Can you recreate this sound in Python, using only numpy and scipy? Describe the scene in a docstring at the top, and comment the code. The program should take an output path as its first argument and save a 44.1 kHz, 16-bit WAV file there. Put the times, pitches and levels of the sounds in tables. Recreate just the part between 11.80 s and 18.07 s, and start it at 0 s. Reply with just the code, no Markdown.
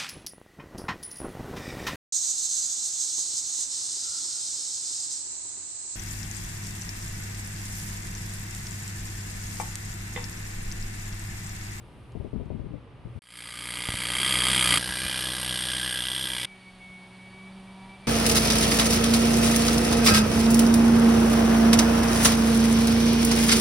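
"""A workshop: a pneumatic needle scaler chips old paint off a steel plate, about 62 strokes a second. Its
piston throws the needles at the plate, the needle bundle rings and the exhaust puffs; the scene changes
abruptly before, between and after two passes at different spots of the plate. Before them, air buffets the
microphone over rumble, hum and hiss. Afterwards a distant grinder drones, bites once and whines in short
spells. Dull low thumps sound at the microphone: a few knocks, then a faint puff of air."""
import sys
import numpy as np
from scipy import signal
from scipy.fft import rfft, irfft
from scipy.io import wavfile
from scipy.ndimage import uniform_filter1d, map_coordinates

SR = 44100
rng = np.random.default_rng(int(sys.argv[2]) if len(sys.argv) > 2 else 0)


def unload_audio(sound):
    """Save the sound as a 16-bit wav file, at the path given as the first command line argument."""
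    columns = np.transpose(np.atleast_2d(sound))
    # keep every value between -1 and 1, then stretch to whole-number steps
    steps = np.round(np.clip(columns, -1, 1) * 32767)
    wavfile.write(sys.argv[1], SR, steps.astype(np.int16))


N = 276507
TIME = np.arange(N) / SR
IDLE_END_S, FIRST_START_S, SECOND_START_S, WORK_END_S = 1.391, 1.42, 2.984, 4.655


def scaler(speed, force, clatter, spot, ring_hz, ring_width_hz, spread_s,
           piston_db, rebound_db, rattle_db, ring_db, exhaust_db, body_db, bright_db):
    """One pass: the piston throws the needles at the plate; they rebound and jostle as air puffs out."""
    rate_hz, = in_time(speed)
    force_db, bundle_db = in_time(force)
    start_s = speed[0][0]
    cycles = np.cumsum(rate_hz) / SR
    cycles += .014 * drift(45) - np.interp(start_s, TIME, cycles)
    strokes_s = TIME[1:][np.diff(np.floor(cycles)) > 0]
    age_s = cycles % 1 / rate_hz
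    slam = clicks(strokes_s + .0004, from_db(piston_db + 1.3 * rng.standard_normal(len(strokes_s))))
    landing = needle_volley(strokes_s, delay_s=0, spread_s=spread_s, uneven_db=3.5)
    rebound = needle_volley(strokes_s, delay_s=.0062, spread_s=.0017, uneven_db=3.5)
    blows = rms_one(slam + landing + from_db(rebound_db) * rebound)
    jostle_envelope = .26 + (1 - np.exp(-age_s / .0006)) * np.exp(-(age_s / .01) ** 2)
    jostle = rms_one(rng.standard_normal(N) * jostle_envelope)
    body, treble = struck_steel(blows, jostle, rattle_db, clatter, spot)
    body = from_db(body_db - .72 * (TIME - start_s)) * body   # answers less as the pass goes on
    ring = needle_bundle(slam, jostle, strokes_s, spread_s, ring_hz, ring_width_hz)
    driven = body + from_db(bright_db) * treble + from_db(exhaust_db) * exhaust(cycles, jostle)
    push = from_db(1.5 * swell(2.935, .038))   # last hard push of the first pass
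    return (from_db(force_db) * driven + from_db(bundle_db + ring_db) * ring) * push


def needle_volley(strokes_s, delay_s, spread_s, uneven_db, needles=19):
    """Each needle lands once a stroke, late by its own habit and by chance."""
    shape = (len(strokes_s), needles)
    late_s = spread_s * (rng.exponential(1, shape) + .15 * rng.random(needles))
    force = from_db(uneven_db * rng.standard_normal(shape).clip(-2, 2)) * rng.choice([-1, 1], shape)
    return clicks(strokes_s[:, None] + delay_s + late_s, rms_one(force))


def struck_steel(blows, jostle, rattle_db, clatter, spot):
    """Ringing of the plate and, higher up, of the needles, at spot 0 or 1; returns body and treble."""
    # peaks and notches of plate and needles: pitch_hz, width_hz, spot_0_db, spot_1_db
    modes = [(550, 60, 0, 3), (1225, 70, 8, 1), (1400, 150, -3, -2), (1640, 115, 4, 14),
             (1835, 100, -13, -9), (1965, 55, 7, 8.5), (2140, 90, 6, 1), (2400, 130, 2, 1),
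             (2620, 200, -4, -8), (4560, 170, 6, 1), (4870, 140, 5, 5), (8250, 110, 2, 0),
             (8615, 70, 9, 12), (11420, 110, 9, 13), (12580, 160, 5, 9), (14620, 250, 13, 13)]
    # the tip crosses places where the plate sings: centre_s, length_s, pitch_hz, boost_db
    singing_spots = [(2.873, .3, 680, 3.5), (3.267, 0.27, 2380, 11), (4.55, 0.56, 930, 4),
                     (4.602, 0.2, 2290, 13)]
    low_drive = cut(blows + from_db(rattle_db) * jostle, 4560, "low", order=4)
    high_drive = cut(.33 * blows + jostle, 5250, "high", order=4)
    steel = colour(low_drive + high_drive, clatter)
    for hz, width_hz, *spot_db in modes:
        gain = from_db(spot_db[spot] * (1 + .13 * drift(2.47)))   # varies as the tip travels
        steel = steel + (gain - 1) * resonate(steel, hz, width_hz)
    body = steady(cut(steel, 6220, "low", order=4), share=.41)
    treble = rms_one(cut(steel, 7090, "high", order=4))
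    for centre_s, length_s, hz, db in singing_spots:
        body = body + (from_db(db * swell(centre_s, length_s)) - 1) * resonate(body, hz, width_hz=95)
    return body, treble


def needle_bundle(slam, jostle, strokes_s, spread_s, hz, width_hz):
    """The bundle is struck from behind and rings on its own."""
    hits = slam + needle_volley(strokes_s, delay_s=0, spread_s=spread_s, uneven_db=0)
    shake = rms_one(hits) + from_db(-7.5) * jostle
    return steady(resonate(resonate(shake, hz, width_hz), hz, 3 * width_hz), share=.5)


def exhaust(cycles, jostle):
    """One pulse of spent air a stroke, with low eddies."""
    # pressure pulse: stroke_harmonic, level_db
    harmonics = [(1, 3.5), (2, 5.5), (3, 3), (4, -14.5), (5, -1.5), (7, -52), (8, -10), (9, -6.5),
                 (10, -11)]
    puffs = rms_one(sum(-from_db(db) * np.cos(2 * np.pi * k * (cycles - .05)) for k, db in harmonics))
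    eddies = rms_one(cut(jostle, [50, 500], "band"))
    return puffs * from_db(1.5 * drift(25.03)) + .5 * eddies


def gusts(level_db, bright_db, attack_s=.00056, decay_s=.026):
    """Lumps of air hit the microphone ports, mostly the left; each port has its own eddies."""
    # strongest gusts: start_s, level_db, flutter_db
    strong = [(0.35, -28, -8), (0.398, -29, -12), (0.445, -31, -6.5), (0.53, -24, -21), (0.558, -25, -23),
              (0.598, -27, -11), (0.701, -24.5, -9.5), (0.748, -31.5, -26), (0.792, -31, -16),
              (0.857, -32, -26), (0.934, -29, -13), (1.248, -33, -24), (1.352, -33, -30)]
    weak = [(start_s, -34.5, -27) for start_s in rng.uniform(.45, 1.02, 6)]
    ports = np.zeros((2, N))
    t = TIME[:SR // 6]
    envelope = (1 - np.exp(-t / attack_s)) * np.exp(-t / decay_s)
    for start_s, db, flutter_db in list(strong) + weak:
        white = rng.standard_normal((2, 2, len(t)))
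        lump = rms_one(cut(cut(white[0], 190, "low"), 30, "high") * envelope)
        flutter = rms_one(cut(white[1], [300, 700], "band", order=3) * envelope ** 2)
        gust = cut(lump + from_db(flutter_db + bright_db) * flutter, 540, "low")
        at = int(start_s * SR)
        ports[:, at:at + len(t)] += from_db(db + level_db) * gust
    return ports * from_db([[0], [-25]])


def thumps(thud_hz, width_hz, tap_db):
    """Dull low thumps at the microphone: a few knocks, then a faint puff of air."""
    # thumps: start_s, level_db
    events = [(2.089, -18.5), (2.107, -30), (2.141, -23), (3.098, -29), (3.256, -26), (5.03, -46),
              (5.102, -42)]
    start_s, db = np.transpose(events)
    hits = clicks(start_s, from_db(db))
    thud = resonate(hits, thud_hz, width_hz) * SR / (np.pi * width_hz) * .47
    return thud + from_db(tap_db) * cut(hits, [350, 1100], "band")


def needle_ticks(decay_s):
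    """Loose needles touch as the tool is handled."""
    # touches: start_s, level_db
    touches = [(0.321, -52), (0.656, -58)]
    start_s, db = np.transpose(touches)
    envelope = signal.lfilter([1], [1, -np.exp(-1 / (decay_s * SR))], clicks(start_s, from_db(db)) + 1e-18)
    return cut(envelope * rng.standard_normal(N), [2500, 7000], "band")


def grinder(hall_gain, teeth=12, bite_hz=850, bite_width_hz=210):
    """The rotor drones and the disc rasps, both louder under load; overtones buzz, the gear whines."""
    # gear speed: time_s, mesh_hz
    gear_speed = [(4.67, 2290), (4.78, 2258), (5.09, 2224), (5.31, 2237), (5.73, 2290), (5.99, 2288),
                  (6.27, 2332)]
    # load on the disc: time_s, level_db
    load = [(4.7, -56), (5.604, -51), (5.682, -46.5), (6.05, -47.5), (6.17, -51)]
    # rotor overtones: harmonic, level_db
    overtones = [(2, -12), (3, -16.5), (4, -18), (5, -17), (6, -18.5), (7, -26.5), (8, -28), (9, -22),
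                 (10, -18)]
    mesh_hz, = in_time(gear_speed)
    load_db, = in_time(load)
    angle = 2 * np.pi * np.cumsum(mesh_hz) / SR / teeth
    drone = from_db(load_db + 3.5) * np.sin(angle)
    bite_db = 13 * swell(6.03, .2)   # the bite lifts overtones near the workpiece's ring
    buzz = 0
    for k, db in overtones:
        nearness = np.exp(-((k * mesh_hz.mean() / teeth - bite_hz) / bite_width_hz) ** 2)
        gain = from_db(db - 51.5 + nearness * bite_db + 2.6 * drift(14))
        buzz = buzz + gain * np.sin(k * angle + .084 * k * drift(30))   # jitter blurs high orders more
    whine = gear_whine(teeth * angle)
    rasp_db = -69.5 + 1.06 * (load_db - load_db.mean()) + 1.5 * drift(20)
    rasp = from_db(rasp_db) * rms_one(cut(rng.standard_normal(N), [650, 1100], "band"))
    return drone + hall_gain * buzz + whine + rasp


def gear_whine(mesh_phase):
    """The teeth whine in short spells; the octave comes and goes on its own."""
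    # spells of the whine: start_s, length_s, level_db
    tone_spells = [(4.666, 0.088, -52), (4.756, 0.034, -57), (4.81, 0.04, -57), (4.86, 0.05, -53),
                   (4.928, 0.032, -59), (5.004, 0.182, -51), (5.183, 0.096, -52), (5.317, 0.05, -56),
                   (5.381, 0.11, -53), (5.53, 0.082, -53), (5.61, 0.078, -52), (5.872, 0.064, -57),
                   (5.991, 0.072, -56), (6.089, 0.078, -52), (6.197, 0.03, -56), (6.229, 0.048, -52)]
    # spells of its octave: start_s, length_s, level_db
    octave_spells = [(4.8, .18, -69), (5.48, .09, -66), (5.92, .1, -71)]
    tone_gain = spells(tone_spells, rest_db=-61) * from_db(2 * drift(25))
    tone = tone_gain * np.sin(mesh_phase + .2 * drift(26))
    octave_gain = spells(octave_spells, rest_db=-72) * from_db(2.1 * drift(25))
    return tone + octave_gain * np.sin(2 * mesh_phase + .6 * drift(50))


def busy_shop(rise_db_per_s=3):
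    """The grinder over mains hum, rumble and air noise."""
    # rumble spectrum: freq_hz, level_db
    rumble_spectrum = [(15, -40), (25, -5), (76, -8.5), (188, -8), (237, -9), (309, -14.5), (389, -11),
                       (459, -18.5), (766, -13), (1300, -19.5), (1690, -27), (2860, -120)]
    # air noise spectrum: freq_hz, level_db
    air_spectrum = [(650, -46), (1100, -8), (1580, -4), (2110, -2), (2200, 2), (2390, -0.5), (3430, -0.5),
                    (5870, -15), (7290, -19), (9340, -7), (11500, -22), (13000, -51)]
    # the hall opens up as the microphone backs away from the plate
    hall_gain = from_db(rise_db_per_s * np.maximum(TIME - WORK_END_S, 0))
    hum = mains_hum(-62 + 1.8 * drift(5.7), wobble_rad=.5 * drift(9.1))
    rumble = from_db(-57.7) * wide_noise(rumble_spectrum, side_db=-19.5)
    machine = grinder(hall_gain)
    air = from_db(-57.5) * wide_noise(air_spectrum, side_db=-11)
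    return machine + hall_gain * (hum + rumble) + air


def idle_shop():
    """Rumble, mains hum, dull air noise and the hiss of compressed air."""
    # compressed air: time_s, level_db
    hiss_curve = [(0.0, -71.5), (0.282, -73), (1.12, -86), (1.37, -74)]
    # air noise spectrum: freq_hz, level_db
    air_spectrum = [(650, -25), (1100, -6), (1180, -2), (1280, -7), (1840, -11.5), (2130, -10.5),
                    (2940, -12.5), (6110, -32.5), (7290, -36.5), (9340, -25.5), (11000, -31.5),
                    (13000, -46)]
    # rumble spectrum: freq_hz, level_db
    rumble_spectrum = [(15, -34), (25, -11), (124, -3.5), (179, -14.5), (225, -13.5), (364, -15),
                       (409, -17.5), (451, -16), (682, -23), (998, -22), (1300, -49), (1690, -59),
                       (2860, -120)]
    hiss_db, = in_time(hiss_curve)
    air = wide_noise(air_spectrum, side_db=-6)
    murk = from_db(-61) * rms_one(cut(air, 8000, "low", order=4))
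    hiss = from_db(hiss_db - .2) * rms_one(cut(air, 5150, "high", order=4))
    hum = mains_hum(-51.5 + 5.6 * drift(13.1), wobble_rad=.59 * drift(8.7))
    rumble = from_db(-49) * wide_noise(rumble_spectrum, side_db=-11)
    return rumble + hum + murk + hiss


def mains_hum(level_db, wobble_rad, hz=120):
    """A wavering mains tone."""
    return from_db(level_db) * np.sin(2 * np.pi * hz * TIME + wobble_rad)


def add_reflections(x, t60_s, wet_db):
    """Faint diffuse reflections off the workshop, different at each ear."""
    # reflection strength: freq_hz, gain_db
    spectrum = [(60, -12), (120, -30), (240, -17.5), (480, -14.5), (950, -11.5), (1890, -21.5), (3770, -32),
                (7520, -10.5), (15000, -64)]
    t = TIME[:SR // 2]
    tail = rng.standard_normal((2, len(t))) * from_db(-60 * t / t60_s) * (t > .004)
    tail /= np.sqrt(np.sum(tail ** 2, axis=1, keepdims=True))
    return x + from_db(wet_db) * colour(signal.fftconvolve(x[None], tail)[:, :N], spectrum)


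def from_db(db):
    """Decibels to gain."""
    return 10 ** (np.asarray(db) / 20)


def rms_one(x):
    """Scale to unit power."""
    return x / np.sqrt(np.mean(x ** 2) + 1e-20)


def steady(x, share, stroke_hz=62):
    """Strokes carry nearly equal energy: even out the level by a share."""
    power = uniform_filter1d(uniform_filter1d(x * x, SR // stroke_hz), SR // stroke_hz)
    return rms_one(x / (np.abs(power) + 1e-12) ** (share / 2))


def in_time(rows):
    """A curve's columns, sample by sample."""
    time_s, *columns = np.transpose(rows)
    return [np.interp(TIME, time_s, column) for column in columns]


def between(start_s, end_s):
    """Gate with 1 ms edges."""
    return uniform_filter1d(((TIME >= start_s) & (TIME < end_s)) * 1., SR // 1000)


def swell(centre_s, length_s):
    """Flat-topped bump of height 1."""
    return np.exp(-(2 * (TIME - centre_s) / length_s) ** 4)


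def spells(rows, rest_db, stutter_hz=27, edge_s=.011):
    """Envelope: loud spells out of a faint random stutter."""
    loud = sum(from_db(db) * between(start_s, start_s + length_s) for start_s, length_s, db in rows)
    faint = from_db(rest_db) * np.clip(.77 + .76 * drift(stutter_hz), 0, 1)
    edge = int(edge_s * SR)
    return np.sqrt(2) * uniform_filter1d(uniform_filter1d(np.maximum(loud, faint), edge), edge)


def drift(rate_hz):
    """Smooth random curve, spread near 1."""
    knots = rng.standard_normal(N)[:int(N / SR * rate_hz) + 4]
    return map_coordinates(knots, [TIME * rate_hz], order=2)


def clicks(times_s, sizes):
    """Single-sample impacts."""
    return np.bincount(np.clip(np.ravel(times_s) * SR, 0, N - 1).astype(int), np.ravel(sizes), N)


def wide_noise(spectrum, side_db):
    """Diffuse stereo noise of unit power."""
    mid, side = colour(rng.standard_normal((2, N)), spectrum, size=8192)
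    return rms_one(mid + from_db(side_db) * side * [[1], [-1]])


def cut(x, hz, kind, order=2):
    """Butterworth filter."""
    return signal.sosfilt(signal.butter(order, hz, kind, fs=SR, output="sos"), x + 1e-18)


def resonate(x, hz, width_hz):
    """Resonance with peak gain 1."""
    r = np.exp(-np.pi * width_hz / SR)
    feedback = [1, -2 * r * np.cos(2 * np.pi * hz / SR), r * r]
    return signal.lfilter(np.array([1, 0, -1]) * (1 - r * r) / 2, feedback, x + 1e-18)


def colour(x, spectrum, size=2048):
    """Minimum-phase filter with the given spectrum, falling away beyond its ends."""
    hz, db = np.transpose(spectrum)
    octave = np.log2(np.maximum(np.fft.rfftfreq(size, 1 / SR), 5))
    beyond = np.abs(octave - np.clip(octave, np.log2(hz[0]), np.log2(hz[-1])))
    gain_db = np.interp(octave, np.log2(hz), db) - np.minimum(40 * beyond, 60)
    cepstrum = irfft(np.log(from_db(gain_db)))
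    cepstrum[1:size // 2] *= 2
    cepstrum[size // 2 + 1:] = 0
    response = irfft(np.exp(rfft(cepstrum)))
    return np.apply_along_axis(lambda channel: signal.oaconvolve(channel, response)[:N], -1, x)


def scene():
    """Idle workshop, two passes of the scaler, then the distant grinder."""
    # piston speed per pass: time_s, stroke_hz
    first_speed = [(1.42, 59.51), (2.117, 60.53), (2.294, 60.24), (2.49, 65.7), (2.594, 60.56),
                   (2.722, 64.88), (2.98, 58.84)]
    second_speed = [(2.994, 62.08), (3.288, 63.73), (3.503, 62.71), (4.244, 62.47), (4.428, 65.7),
                    (4.65, 59.87)]
    # needle force and bundle ring per pass: time_s, force_db, bundle_db
    first_force = [(1.45, -64.5, -66), (1.504, -57.5, -58), (1.578, -50, -54), (1.942, -41.5, -40),
                   (2.252, -37.5, -38), (2.468, -33, -28), (2.95, -28.5, -27.5)]
    second_force = [(3.02, -37, -45), (3.456, -36, -32.5), (3.602, -37, -42.5), (3.706, -36, -33),
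                    (4.37, -39, -31.5), (4.588, -38.5, -35), (4.62, -38, -32.5)]
    # overall tone of the clatter per pass, including the microphone's bright top: freq_hz, gain_db
    first_clatter = [(200, 2.5), (450, -13.5), (900, -0.5), (1500, 2), (2300, 5), (3600, 2), (4200, -3),
                     (4900, -3), (5400, -13.5), (6800, -15.5), (8000, -8.5), (10300, -4), (11200, -12.5),
                     (12100, -24.5), (14000, -39.5)]
    second_clatter = [(200, 1), (450, -5), (900, 0), (1500, -2), (2300, -2), (3000, 6.5), (4200, 3),
                      (5400, -3), (6100, -9.5), (7200, -13), (8800, -1), (10200, 1), (11100, -6),
                      (12100, -20), (14000, -34)]
    first = scaler(first_speed, first_force, first_clatter, spot=0, ring_hz=3240, ring_width_hz=165,
                   spread_s=.0015, piston_db=6.5, rebound_db=-4.5, rattle_db=-9.5, ring_db=-.5,
                   exhaust_db=-6, body_db=4, bright_db=.5)
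    second = scaler(second_speed, second_force, second_clatter, spot=1, ring_hz=3285, ring_width_hz=340,
                    spread_s=.0026, piston_db=8.5, rebound_db=-6.5, rattle_db=-3.5, ring_db=-.8,
                    exhaust_db=-6.5, body_db=3, bright_db=-.7)
    passes = first * between(FIRST_START_S, SECOND_START_S) + second * between(SECOND_START_S, WORK_END_S)
    work = add_reflections(passes, t60_s=.084, wet_db=1) * between(FIRST_START_S, WORK_END_S)
    before = idle_shop() + needle_ticks(decay_s=.0022) + gusts(level_db=-8.5, bright_db=1.5)
    after = busy_shop() * (1 - between(0, WORK_END_S))
    thuds = thumps(thud_hz=63, width_hz=63, tap_db=16)
    lean_right = from_db([[-.25], [.25]])
    return before * between(0, IDLE_END_S) + lean_right * (work + after + thuds)


def record(dry, cutoff_hz=15400):
    """Steep low-pass."""
    return signal.sosfilt(signal.ellip(10, .1, 80, cutoff_hz, fs=SR, output="sos"), dry)


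dry = scene()
out = record(dry)
unload_audio(out)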